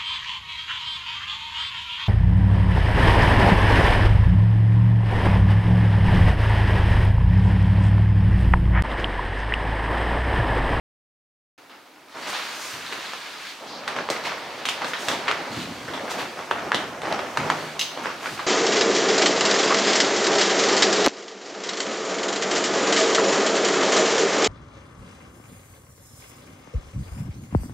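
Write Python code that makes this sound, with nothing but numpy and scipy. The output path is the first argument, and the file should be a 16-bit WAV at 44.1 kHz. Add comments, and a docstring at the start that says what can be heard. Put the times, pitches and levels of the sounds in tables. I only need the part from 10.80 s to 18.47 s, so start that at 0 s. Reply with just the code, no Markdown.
"""Plastic sheet on a plywood floor

Someone kneeling in an unfinished house picks up a plastic sheet and spreads it out. Many tiny buckles
make it flap, crinkle and swish; its edge scuffs the floor and large creases snap through. Knees and
boots bump the plywood, a panel booms under a hand, and a small hard object clinks and bounces.
The bare timber room echoes, over still air."""
import sys
import numpy as np
from scipy import signal
from scipy.fft import rfft, irfft, next_fast_len
from scipy.io import wavfile

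SR = 44100
rng = np.random.default_rng(int(sys.argv[2]) if len(sys.argv) > 2 else 0)


def unload_audio(sound):
    """Save the sound as a 16-bit wav file, at the path given as the first command line argument."""
    columns = np.transpose(np.atleast_2d(sound))
    # keep every value between -1 and 1, then stretch to whole-number steps
    steps = np.round(np.clip(columns, -1, 1) * 32767)
    wavfile.write(sys.argv[1], SR, steps.astype(np.int16))


N = 338058
TIME_S = np.arange(N) / SR
SLIDE_ATTACK_S, SLIDE_RELEASE_S = 0.024, 0.0083

# Spectral shapes of the sources and the echo: freq_hz, gain_db
AIR_EQ = [(30, -35), (100, -7.5), (200, -1), (285, 10.5), (380, 4.5), (800, 4), (2000, -35), (5000, -27.5),
          (10000, -16), (16000, -18)]
FLAP_EQ = [(40, -76), (90, -40), (150, -2), (280, -6), (520, -0.5), (750, -1.5), (1200, -7), (3000, -50)]
CRINKLE_EQ = [(200, -52), (500, -6), (900, 2), (1600, 0.5), (2500, -4.5), (3500, -12.5), (6000, -13),
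              (16000, -55)]
SWISH_EQ = [(1200, 4.5), (2300, 1.5), (3300, 0), (4500, -1.5), (6000, -10), (8000, -17), (16000, -22)]
FIZZ_EQ = [(4000, -4), (6500, 0.5), (8000, -3), (10000, -8), (13000, -10), (16000, -16)]
THUD_EQ = [(25, -41), (50, -36), (75, -10.5), (125, 3), (200, -14), (290, 5.5), (420, -27), (900, -48),
           (3000, -60)]
SNAP_EQ = [(250, -4), (500, 6.5), (750, -4.5), (1000, 2.5), (1350, -.5), (1800, 1), (2400, -0.5),
           (3300, 2.5), (5000, -2), (8000, -2), (16000, -8.5)]
ROOM_EQ = [(25, -32), (70, -0.5), (250, 7.5), (600, -3.5), (1200, -1.5), (3000, 2), (8000, 1.5),
           (16000, 5.5)]
# Steady handling of the sheet: time_s, bend_db, swish_db, fizz_db
STEADY_HANDLING = [(1.25, -53, -59.5, -66.5), (1.43, -40, -40.5, -49), (1.62, -36.5, -37, -48),
                   (1.85, -38, -42.5, -42.5), (2.01, -41, -42.5, -49.5), (2.24, -39.5, -39.5, -50.5),
                   (2.52, -42.5, -41, -53), (2.8, -45.5, -49, -55.5), (3.05, -40, -47.5, -60.5),
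                   (3.58, -39.5, -43.5, -56), (3.82, -40.5, -43, -56), (4.62, -35, -43, -54.5),
                   (4.96, -43.5, -44.5, -53.5), (5.45, -41, -46.5, -53), (6.15, -40.5, -61, -55.5),
                   (6.82, -37, -41, -49.5), (6.98, -42, -47.5, -56), (7.66, -43, -44, -52)]
# Tugs that crumple it: start_s, length_s, crinkle_db, flap_re_crinkle_db
SHEET_TUGS = [(0.891, 0.074, -52, 0.5), (1.34, 0.11, -40, -2), (1.458, .035, -34.5, -1.5),
              (1.517, 0.035, -33, -28), (2.112, 0.084, -43.5, 3), (2.8, .18, -55.5, 13),
              (3.07, 0.095, -34, -3.5), (3.159, 0.052, -32, 1), (3.307, 0.061, -29.5, -22),
              (3.44, 0.081, -31, -6.5), (4.004, 0.036, -33.5, -1), (4.276, .07, -31, -1),
              (4.48, 0.051, -36, 2), (5.099, 0.16, -39, 5.5), (5.274, 0.17, -34.5, 2),
              (5.55, 0.05, -38, 0.5), (5.736, 0.16, -36, 2.5), (5.924, 0.11, -35, 1.5),
              (6.226, 0.057, -31.5, 3.5), (6.298, 0.045, -28.5, 3), (6.373, 0.096, -39.5, 7),
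              (6.59, 0.14, -32.5, 3.5), (7.18, 0.056, -35.5, -1.5), (7.23, 0.069, -31, -9),
              (7.418, 0.045, -33.5, -3.5), (7.568, 0.042, -32, -18)]
# Film drawn over film: start_s, length_s, swish_db, fizz_re_swish_db
FILM_SLIDES = [(1.46, 0.049, -34.5, -6), (1.518, 0.062, -31.5, -19), (1.79, 0.15, -42, -4.5),
               (2.04, 0.027, -33.5, -21), (2.583, 0.13, -38.5, -15), (3.423, 0.048, -31, -15),
               (4.047, 0.055, -39, -3.5), (4.171, 0.15, -39.5, -3), (4.302, 0.03, -35, -24),
               (4.7, 0.13, -37.5, -10.5), (5.289, 0.028, -31, -5), (5.366, 0.051, -32.5, -12),
               (6.26, 0.044, -43, -10), (7.213, 0.026, -45, -4), (7.41, 0.14, -42, -3)]
# Sheet edge on plywood: start_s, length_s, level_db, pitch_hz
EDGE_SCUFFS = [(0.878, 0.036, -50, 3400), (2.856, .13, -43, 4400)]
# Knees and boots: start_s, level_db, decay_s
FLOOR_BUMPS = [(1.467, -47, 0.018), (1.921, -47, 0.094), (3.171, -44, 0.034), (4.278, -43, 0.05),
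               (4.701, -36.5, 0.11), (4.768, -37.5, 0.19), (4.869, -48, 0.081), (5.081, -41, 0.03),
               (5.726, -41, 0.081), (5.93, -44, 0.26), (6.581, -35, 0.093), (6.691, -37, 0.026),
               (7.191, -51, 0.11), (7.508, -43, 0.057)]
# Large creases: start_s, level_db, pitch_hz, width_oct, crack_re_snap_db, crack_hz, room_send_db
CREASE_SNAPS = [(2.1249, -7.5, 1310, 0.79, -6, 3400, 2.5), (2.3337, -7, 1050, 0.47, -9, 3150, -1),
                (3.0772, -3.5, 1340, 0.23, -1.5, 2880, -0.5), (3.1644, -2, 970, 0.49, -13, 2550, -0.5),
                (3.1865, -1, 1020, .45, -22, 2600, -7), (3.2879, -0.5, 970, 0.38, -18, 3000, -21),
                (3.3006, 0, 630, 0.37, -2.5, 5000, -0.5), (3.8534, -2.5, 1790, 0.36, -2, 4030, 1),
                (3.887, -2.5, 1340, .4, 2.5, 3600, 0), (4.0189, -3.5, 1020, 0.52, -20, 2600, 2.5),
                (4.0446, -3, 1140, 0.55, -10, 3450, 1), (4.1341, -3, 1700, 0.4, -10, 2810, 3),
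                (4.2841, 0.5, 1660, 0.47, -1.5, 4260, 0.5), (4.3143, -3.5, 1020, .7, -7, 3400, -2),
                (4.472, -7.5, 1440, 0.53, -16, 3380, -4), (4.4802, 2, 1350, 0.45, -43, 2840, 5.5),
                (4.5128, 0, 1450, .55, -6, 3200, -22), (5.0794, -10, 910, 0.48, -26, 3260, 5.5),
                (5.135, -11, 750, 0.65, -10.5, 3436, 8.5), (5.5906, -7.5, 1070, .4, -15, 3000, -7),
                (5.7111, 6.5, 1036, 0.42, -23, 3100, -1), (5.918, 7, 1270, 0.38, -19, 3000, -5),
                (5.9444, 3, 860, 0.54, -3.5, 2950, 0.5), (6.2179, -10.5, 970, 0.6, -6, 4400, -0.5),
                (6.3244, -1.5, 990, 0.76, -10.5, 4140, -18), (6.3914, -2.5, 935, 0.47, -16, 3330, 1.5),
                (6.5722, 5, 1050, 0.38, -9, 3700, -3), (6.7003, 7.5, 1220, 0.34, -10.5, 3230, -3.5),
                (7.174, -7, 574, .6, -12, 3000, -1.5), (7.257, -1.5, 1010, 0.5, -20, 3380, 2),
                (7.4579, -2.5, 1340, 0.35, -19, 2940, -0.5), (7.592, -5, 1250, 0.27, -19, 3100, 3.5)]
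# Floor panel resonance: pitch_hz, level_db, t60_s
PANEL_MODE = (155, -34, 1.4)
# Strike and bounce: start_s, level_db
CLINK_HITS = [(6.9932, -2.5), (7.012, -4)]
# Resonances of the hard object: pitch_hz, level_db, t60_s
OBJECT_MODES = [(2850, 15.5, 0.023), (3130, 4, 0.08), (3630, -3, 0.062), (3850, 7, 0.051), (6190, 2, .27),
                (6660, -3.5, 0.19), (7660, -10, .12), (10000, -18, .1)]
# Timber room decay: freq_hz, t60_s
ROOM_DECAY = [(100, 1), (400, 0.25), (1500, 0.46), (4000, 0.54), (8000, 0.42), (16000, 0.56)]
# Stereo width of diffuse sound: freq_hz, side_re_mid_db
SIDE_EQ = [(60, -27), (180, -18), (350, -16.5), (700, -7), (1400, -6.5), (2800, -6.5), (5600, -4.5),
           (10000, -2), (15000, -11)]


def amp(db):
    """Decibels to gain."""
    return 10 ** (np.asarray(db) / 20)


def unit(x):
    """Scale to rms 1."""
    return x / np.sqrt(np.mean(x ** 2) + 1e-20)


def lookup(table, hz):
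    """Interpolate on a log-frequency axis."""
    freq_hz, value = np.transpose(table)
    return np.interp(np.log(hz + 1), np.log(freq_hz + 1), value)


def add(mix, start_s, sound):
    """Mix in place at start_s."""
    part = mix[round(start_s * SR):][:len(sound)]
    part += sound[:len(part)]


def colour(x, eq):
    """Filter by a spectral shape."""
    size = next_fast_len(x.shape[-1] + 2048)
    gain = amp(lookup(eq, np.fft.rfftfreq(size, 1 / SR)))
    return irfft(rfft(x, size) * gain, size)[..., :x.shape[-1]]


def diffuse(mid, side):
    """Sound from all around, widest in the treble."""
    side = colour(side, SIDE_EQ)
    return np.array([mid + side, mid - side])


def still_air(level_db=-55):
    """Faint, steady, diffuse noise."""
    noise = colour(rng.standard_normal((2, N)), AIR_EQ)
    return amp(level_db) * unit(diffuse(*noise))


def pop(pitch_hz, width_oct, skirt_db=11, scatter_s=0.001138, soft_hz=14000, resonance_db=5.5):
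    """One buckle of the film: a few cycles around pitch_hz, energy 1."""
    size, half = 1024, 513
    hz = np.abs(np.fft.fftfreq(size, 1 / SR))
    offset = np.log2((hz + 20) / pitch_hz) / max(width_oct, 0.15)
    band_db = -skirt_db * (np.hypot(1, offset) - 13.5)
    knots_hz = np.geomspace(200, 16000, size // 32)
    fold_db = resonance_db * np.interp(hz, knots_hz, rng.standard_normal(len(knots_hz)))
    radiation = hz ** 2 / (hz ** 2 + 200 ** 2)  # thin film moves little air in the bass
    gain = radiation * amp(fold_db + band_db) * np.exp(-hz / soft_hz)
    spectrum = np.exp(np.conj(signal.hilbert(np.log(gain + 1e-5))))[:half]  # minimum phase
    # Waves leave from many points of the fold; the shortest scatter most.
    lateness = np.interp(hz[:half], np.linspace(0, SR / 2, size // 16), rng.random(size // 16))
    delay_s = lateness * scatter_s * np.clip(np.sqrt(hz[:half] / pitch_hz), 0.5, 2)
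    pulse = irfft(spectrum * np.exp(-2j * np.pi * np.cumsum(delay_s) * SR / size))[:half]
    return pulse / np.linalg.norm(pulse)


def crackle(rate_per_s, spread_db, low_hz, high_hz, width_oct, facets=24):
    """Small buckles of either sign at random times, one pitch per facet."""
    out = np.zeros(N)
    for pitch_hz in np.geomspace(low_hz, high_hz, facets):
        chance = rng.random(N) / (rate_per_s / facets / SR)
        onsets = np.flatnonzero(chance < 1)[:, None]
        signs = 1 - 2 * (onsets % 2)
        sizes = amp(spread_db * np.minimum(-np.log(chance[onsets] + 1e-12), 4))
        pulse = pop(pitch_hz, width_oct)
        samples = onsets + np.arange(len(pulse))
        out += np.bincount(samples.ravel(), (signs * sizes * pulse).ravel(), N)[:N]
    return out


def stroke(start_s, length_s, attack_s, release_s):
    """Envelope of one hand movement: rise, hold, decay."""
    t = TIME_S - start_s
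    return np.clip(t / attack_s, 0, 1) * np.exp(-np.clip((t - length_s) / release_s, 0, 30))


def unevenness(step_s=0.034):
    """Random wobble of hand speed, rms 1."""
    knots_s = np.arange(0, N / SR + step_s, step_s)
    return unit(np.interp(TIME_S, knots_s, rng.standard_normal(N)[:len(knots_s)]))


def handling(opens_s=2.75, opening_s=0.11, bunched_db=-6.5, open_db=2.5):
    """Flap, crinkle, swish and fizz gains: steady handling, tugs and slides summed in power."""
    time_s, *levels_db = np.transpose(STEADY_HANDLING)
    bend_db, swish_db, fizz_db = (np.interp(TIME_S, time_s, db) for db in levels_db)
    bend_db -= 0.1 * unevenness()
    # Broad folds move freely once the sheet falls open.
    freedom_db = np.interp(TIME_S, [opens_s, opens_s + opening_s], [bunched_db, open_db])
    flap, crinkle = amp(bend_db + freedom_db) ** 2, amp(bend_db - 0.5) ** 2
    swish, fizz = amp(swish_db + 1.5) ** 2, amp(fizz_db + 1) ** 2
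    for start_s, length_s, level_db, flap_re_crinkle_db in SHEET_TUGS:
        power = (amp(level_db) * stroke(start_s, length_s, attack_s=0.0073, release_s=0.021)) ** 2
        crinkle += power
        flap += power * amp(flap_re_crinkle_db) ** 2
    for start_s, length_s, level_db, fizz_re_swish_db in FILM_SLIDES:
        power = (amp(level_db) * stroke(start_s, length_s, SLIDE_ATTACK_S, SLIDE_RELEASE_S)) ** 2
        swish += power
        fizz += power * amp(fizz_re_swish_db) ** 2
    return np.sqrt([flap, crinkle, swish, fizz])


def sheet_rustle():
    """Broad folds flap, small creases crinkle, film on film swishes and fizzes."""
    flap, crinkle, swish, fizz = handling()
    folds = crackle(rate_per_s=1000, spread_db=1.5, low_hz=116, high_hz=2460, width_oct=1.65)
    creases = crackle(rate_per_s=1100, spread_db=3.5, low_hz=816, high_hz=5000, width_oct=2.2)
    slips = crackle(rate_per_s=3500, spread_db=4, low_hz=2010, high_hz=10000, width_oct=1.2)
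    fine_slips = crackle(rate_per_s=8100, spread_db=3, low_hz=4870, high_hz=15300, width_oct=0.88)
    return (amp(-0.68) * flap * unit(colour(folds, FLAP_EQ))
            + amp(0.52) * crinkle * unit(colour(creases, CRINKLE_EQ))
            + amp(0.73) * swish * unit(colour(slips, SWISH_EQ))
            + amp(0.35) * fizz * unit(colour(fine_slips, FIZZ_EQ)))


def edge_scuffs(range_oct=0.2):
    """The sheet's edge crosses the plywood in tiny slips: a light, narrow swish."""
    out = np.zeros(N)
    for start_s, length_s, level_db, pitch_hz in EDGE_SCUFFS:
        slips = crackle(rate_per_s=4000, spread_db=-3.5, low_hz=pitch_hz / 2 ** range_oct,
                        high_hz=pitch_hz * 2 ** range_oct, width_oct=0.24, facets=6)
        out += amp(level_db) * stroke(start_s, length_s, SLIDE_ATTACK_S, SLIDE_RELEASE_S) * unit(slips)
    return out


def floor_bumps(rise_s=0.0024):
    """Knees and boots on plywood: dull, decaying noise."""
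    out, t = np.zeros(N), TIME_S[:SR]
    rise = 1 - np.exp(-t / rise_s)
    for start_s, level_db, decay_s in FLOOR_BUMPS:
        thud = unit(colour(rng.standard_normal(len(t)), THUD_EQ))
        add(out, start_s, amp(level_db) * thud * rise * np.exp(-t / decay_s))
    return out


def crease_snaps(settle_db=-9, settle_s=0.01, detune_oct=0.57, neighbours=5):
    """A crease snaps through with a crack, then its neighbours settle. Returns direct, room send."""
    direct, send = np.zeros(N), np.zeros(N)
    neighbour_gain = amp(settle_db) / np.sqrt(neighbours)
    for start_s, level_db, pitch_hz, width_oct, crack_db, crack_hz, send_db in CREASE_SNAPS:
        snap = np.zeros(SR // 8)
        body = pop(pitch_hz, width_oct, skirt_db=5.5, scatter_s=0.001583, soft_hz=9050, resonance_db=2)
        crack = pop(crack_hz, width_oct=0.46, skirt_db=5, scatter_s=0.003, soft_hz=10800, resonance_db=2)
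        add(snap, 0, body + amp(crack_db) * crack)
        waits_s = 0.001054 + rng.exponential(settle_s, neighbours)
        for wait_s, detune in zip(waits_s, rng.standard_normal(neighbours)):
            neighbour = pop(pitch_hz * 2 ** (detune_oct * detune), width_oct, skirt_db=7.5)
            add(snap, wait_s, rng.choice([-1, 1]) * neighbour_gain * neighbour)
        add(direct, start_s, amp(level_db) * snap)
        add(send, start_s, amp(level_db + send_db) * snap)
    return colour(direct, SNAP_EQ), colour(send, SNAP_EQ)


def panel_boom(start_s=6.59, rise_s=0.015):
    """A hand's weight sets one floor panel booming."""
    pitch_hz, level_db, t60_s = PANEL_MODE
    t = np.maximum(TIME_S - start_s, 0)
    envelope = amp(level_db - 60 * t / t60_s) * (1 - np.exp(-t / rise_s))
    return envelope * np.sin(2 * np.pi * pitch_hz * t)


def clinks(ring_db=-31):
    """A small hard object strikes and bounces. 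Returns bright ticks, short rings."""
    ticks, rings, t = np.zeros(N), np.zeros(N), TIME_S[:SR // 3]
    for start_s, level_db in CLINK_HITS:
        tick = pop(3370, width_oct=0.46, skirt_db=6.5, scatter_s=0.0017, soft_hz=30000, resonance_db=2)
        add(ticks, start_s, amp(level_db + 1) * tick)
        for pitch_hz, mode_db, t60_s in OBJECT_MODES:
            envelope = amp(level_db + ring_db + mode_db - 60 * t / t60_s)
            add(rings, start_s, envelope * np.sin(2 * np.pi * (pitch_hz * t + rng.random())))
    return ticks, rings


def timber_room(x, early_db=6, early_s=0.014, gap_s=0.0012):
    """Diffuse echo, decaying per band; floor and nearby studs boost its start."""
    frames = dict(fs=SR, nperseg=256, noverlap=192)
    hz, t, source = signal.stft(x, **frames)
    t = t[:len(t) // 10]
    decay = amp(-60 * t / lookup(ROOM_DECAY, hz)[:, None] + early_db * np.exp(-t / early_s)) ** 2
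    decay *= np.clip(t / gap_s - 1, 0, 1)
    decay /= decay.sum(1, keepdims=True)
    energy = signal.fftconvolve(abs(source) ** 2, decay, axes=1)[:, :source.shape[1]]
    reflections = signal.stft(rng.standard_normal((2, N)), **frames)[2]
    reflections *= np.sqrt(abs(energy) / np.mean(abs(reflections) ** 2))
    echo = signal.istft(reflections, **frames)[1][:, :N]
    return diffuse(*colour(echo, ROOM_EQ))


def scene():
    """Sheet, floor and clink with their echo, slightly right of centre, over still air."""
    rustle = amp(-3.5) * (sheet_rustle() + edge_scuffs())
    bumps = floor_bumps()
    snaps, snap_send = crease_snaps()
    ticks, rings = clinks()
    direct = rustle + bumps + amp(1) * snaps + panel_boom() + ticks + rings
    send = rustle + amp(-1.5) * bumps + amp(1) * snap_send + amp(2.5) * ticks + amp(-2) * rings
    return direct * amp([[-0.45], [0.45]]) + timber_room(send) * amp([[-0.15], [0.15]]) + still_air()


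def record(dry, start_s=0.778, cutoff_hz=15900):
    """Silence until start_s; steep low-pass."""
    gate = np.clip((TIME_S - start_s) * SR / 64, 0, 1)
    lowpass = signal.firwin(511, cutoff_hz, window=("kaiser", 9), fs=SR)
    return signal.oaconvolve(dry * gate, lowpass[None], "same")


dry = scene()
out = record(dry)
unload_audio(out)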